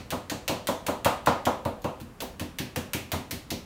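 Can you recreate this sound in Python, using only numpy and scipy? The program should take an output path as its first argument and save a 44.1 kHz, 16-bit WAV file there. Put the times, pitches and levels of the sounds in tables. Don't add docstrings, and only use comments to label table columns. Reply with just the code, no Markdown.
import sys
import numpy as np
from scipy import signal
from scipy.fft import rfft, irfft
from scipy.io import wavfile

SR = 44100
rng = np.random.default_rng(int(sys.argv[2]) if len(sys.argv) > 2 else 0)


def dump_mix(stems):
    frames = np.atleast_2d(stems).T
    limited = np.clip(frames, -1, 1)
    pcm = np.round(limited * 32767).astype(np.int16)
    wavfile.write(sys.argv[1], SR, pcm)


def ratio_of_db(decibels):
    return 10 ** (np.asarray(decibels, float) / 20)


N = 160965
LEAD = 8820


def ticks(count=5):
    # (time [s], crackle level [dB], treble level [dB], crackle tilt [dB per octave])
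    landings = [(-.09, -34, -43, -5), (0.1049, -37.5, -41.5, -0.5), (0.2978, -34.5, -43, 0.5),
                (0.4796, -30, -38.5, -1.5), (0.6714, -34, -38, -1), (0.8652, -35, -39.5, -2.5),
                (1.0467, -31, -35.5, -1), (1.26, -39, -40, -3.5), (1.4534, -35.5, -41, 2.5),
                (1.6511, -40.5, -50.5, -6.5), (1.818, -56.5, -59, 7), (1.8424, -43.5, -52.5, -5),
                (2.0009, -52.5, -54.5, -2), (2.204, -38.5, -46, -2), (2.396, -39, -45, -3.5),
                (2.586, -35, -41, 0), (2.7598, -33, -41, -5.5), (2.9335, -33, -36, -2),
                (3.1178, -34, -38, -2.5), (3.3097, -37.5, -39, -2), (3.5043, -35.5, -40.5, 1.5)]
    # (frequency [Hz], relative level [dB])
    crackle = [(150, -69), (500, -3), (800, -8.5), (1300, -6), (1730, -0.5), (2740, 1), (4380, -0.5),
               (5010, -4.5), (5800, -3), (8000, -10.5), (11000, -28.5), (17000, -56)]
    # (frequency [Hz], relative level [dB])
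    treble = [(3000, -38.5), (5000, -13), (7000, -3.5), (10500, -2), (13400, -0.5), (15600, -0.5),
              (16200, -42), (17200, -12)]
    build_s, mean_delay_s, size_spread_db = 0.0014, 0.0025, 14
    crackle_clicks_db, treble_clicks_db = -5.5, -4
    mix = np.zeros(N + LEAD)
    for s, crackle_db, treble_db, tilt_db in landings:
        when, size, sign = rng.random((3, count))
        echoes = room(build_s)
        delay_s = -np.log(1 - np.r_[0, when[1:]]) * mean_delay_s
        clicks = np.zeros(SR // 2)
        clicks[(delay_s * SR).astype(int)] = np.sign(sign - 0.5) * ratio_of_db(size_spread_db * size)
        clicks = unit(clicks)
        crackle_pulse = colour(crackle, tilt_db, uneven())
        add(mix, s, strike(crackle_db, crackle_pulse, echoes + ratio_of_db(crackle_clicks_db) * clicks))
        add(mix, s, strike(treble_db, colour(treble), echoes + ratio_of_db(treble_clicks_db) * clicks))
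    return mix


def uneven(count=24):
    hz = np.geomspace(100, SR / 2, count)
    return np.c_[hz, 2.5 * rng.standard_normal(count)]


def blows():
    # (time [s], slap level [dB], thud level [dB],
    # slap tilt [dB per octave], thud tilt [dB per octave])
    impacts = [(-.075, -42, -31.5, 2, -5), (.121, -31.5, -33.5, 1.5, 1.5), (.315, -37.5, -34, -5.5, -1.5),
               (.494, -30.5, -31, -3, 0.5), (.686, -26.5, -31.5, 0, 4.5), (0.883, -27.5, -31, 0, 3.5),
               (1.056, -20.5, -28.5, 4, 0), (1.271, -19, -26.5, 4, 0), (1.467, -22.5, -28, 1, 1.5),
               (1.656, -29, -30.5, -4, -2.5), (1.845, -30.5, -32, -1, 0), (2.012, -58, -40.5, -5, -9.5),
               (2.218, -38, -36, -5.5, 10.5), (2.409, -43.5, -33.5, -3.5, -1.5),
               (2.598, -46.5, -33.5, -4, -0.5), (2.77, -42, -32, -8, -2), (2.946, -43, -32.5, 0.5, 0),
               (3.131, -33.5, -30.5, 2.5, -1.5), (3.323, -49, -36, -5, -3), (3.515, -40, -33, -8.5, 1)]
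    # (frequency [Hz], relative level [dB])
    slap = [(300, -23.5), (445, -23.5), (485, 5), (800, 2), (1000, 1.5), (1350, -7), (1550, -12),
            (2500, -22), (4000, -29), (8000, -42), (13000, -114)]
    # (frequency [Hz], relative level [dB])
    thud = [(24, -38), (60, -24), (87, -4.5), (170, -4.5), (250, -1.5), (310, -6), (390, -11.5), (440, -15),
            (600, -38), (1000, -82.5)]
    thud_lead_s = 0.0018
    mix = np.zeros(N + LEAD)
    for s, slap_db, thud_db, slap_tilt_db, thud_tilt_db in impacts:
        slap_response = counter(build_s=0.00069, direct_db=-16, echo_db=-0.5)
        add(mix, s, strike(slap_db, colour(slap, slap_tilt_db), slap_response))
        thud_response = counter(build_s=0.0016, direct_db=-6.5, echo_db=-3.5, peak_s=0.00601)
        add(mix, s - thud_lead_s, strike(thud_db, colour(thud, thud_tilt_db), thud_response))
    return mix


def counter(build_s, direct_db, echo_db, peak_s=0):
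    # (frequency [Hz], least relative level [dB], t60 [s])
    modes = [(88.1, -0.5, 0.23), (121, -7.5, 0.15), (149.6, -4.5, 0.16), (183.7, -9, .2), (211.8, -2, 0.21),
             (248.5, -3, 0.26), (302.9, -2, 0.22), (388.7, -1.5, 0.39), (474.3, 1.5, 0.18), (558, 2, 0.15),
             (659, -2, 0.26), (789, -3, 0.25), (856, -7.5, 0.28), (920, 7, 0.15), (996, -1.5, 0.31),
             (1089, -5, 0.29), (1241, 1.5, 0.42), (1356, 0, 0.25), (1410, 1, 0.2), (1477, 4.5, 0.15)]
    ring_db, catch_spread_db = -14.5, 4
    t = np.arange(SR // 2) / SR
    catch = rng.random(len(modes))
    ring = np.zeros(len(t))
    for (hz, db, t60), c in zip(modes, catch):
        ring += ratio_of_db(db + catch_spread_db * c - 60 * t / t60) * np.sin(2 * np.pi * hz * t)
    ring = unit(ring * (1 - np.exp(-t / build_s)))
    direct = -ratio_of_db(direct_db) * (np.arange(len(t)) == round(peak_s * SR))
    return direct + ratio_of_db(echo_db) * room(build_s) + ratio_of_db(ring_db) * ring


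def strike(db, pulse, response):
    x = signal.fftconvolve(pulse, response)
    return ratio_of_db(db) * x / np.std(x[:round(0.04 * SR)])


def colour(spectrum, tilt_db=0, humps=((0, 0), (1, 0)), size=4096):
    hz = abs(np.fft.fftfreq(size, 1 / SR))
    gain_db = np.maximum(read(spectrum, hz), -80) + read(humps, hz) + tilt_db * np.log2(hz + 40)
    response = np.exp(np.conj(signal.hilbert(np.log(ratio_of_db(gain_db)))))
    return unit(np.fft.ifft(response).real[:size // 2])


def room(build_s):
    # (frequency [Hz], t60 [s])
    decay = [(60, 0.29), (160, 0.29), (420, 0.48), (1100, 0.37), (2900, 0.41), (7700, 0.35), (15000, 0.24)]
    early_db, early_t60_s = -2.5, 0.046
    taps = np.zeros(SR // 2)
    at = np.arange(0, len(taps) - 12, 12)
    taps[at + rng.integers(0, 12, len(at))] = rng.choice([-1., 1.], len(at))
    hz, t, z = signal.stft(taps, SR, nperseg=256)
    z = z * ratio_of_db(-60 * t / read(decay, hz)[:, None])
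    tail = signal.istft(z, SR, nperseg=256)[1][:len(taps)]
    t = np.arange(len(taps)) / SR
    build = 1 - np.exp(-t / build_s)
    return unit(tail * build * (1 + ratio_of_db(early_db - 60 * t / early_t60_s)))


def add(mix, s, sound):
    part = mix[LEAD + round(s * SR):][:len(sound)]
    part += sound[:len(part)]


def read(points, hz):
    f, value = np.transpose(points)
    return np.interp(np.log(hz + 1), np.log(f + 1), value)


def unit(x):
    return x / np.sqrt(np.sum(x ** 2) + 1e-30)


def hush():
    # (frequency [Hz], relative level [dB])
    hush_spectrum = [(15, -44), (30, -7), (55, -1), (87, -1.5), (240, -5), (590, -18.5), (1100, -17),
                     (1500, -22), (3300, -32.5), (5000, -35), (10000, -37.5), (15700, -41), (16500, -60)]
    gain = ratio_of_db(read(hush_spectrum, np.fft.rfftfreq(N, 1 / SR)))
    noise = irfft(rfft(rng.standard_normal(N)) * gain, N)
    return ratio_of_db(-48) * unit(noise) * np.sqrt(N)


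def scene():
    strokes = (ticks() + blows())[LEAD:]
    return (strokes + hush())[None]


def top_cut(x):
    return signal.sosfilt(signal.butter(12, 16990, fs=SR, output="sos"), x)


def record(dry):
    return top_cut(dry)


dry = scene()
out = record(dry)
dump_mix(out)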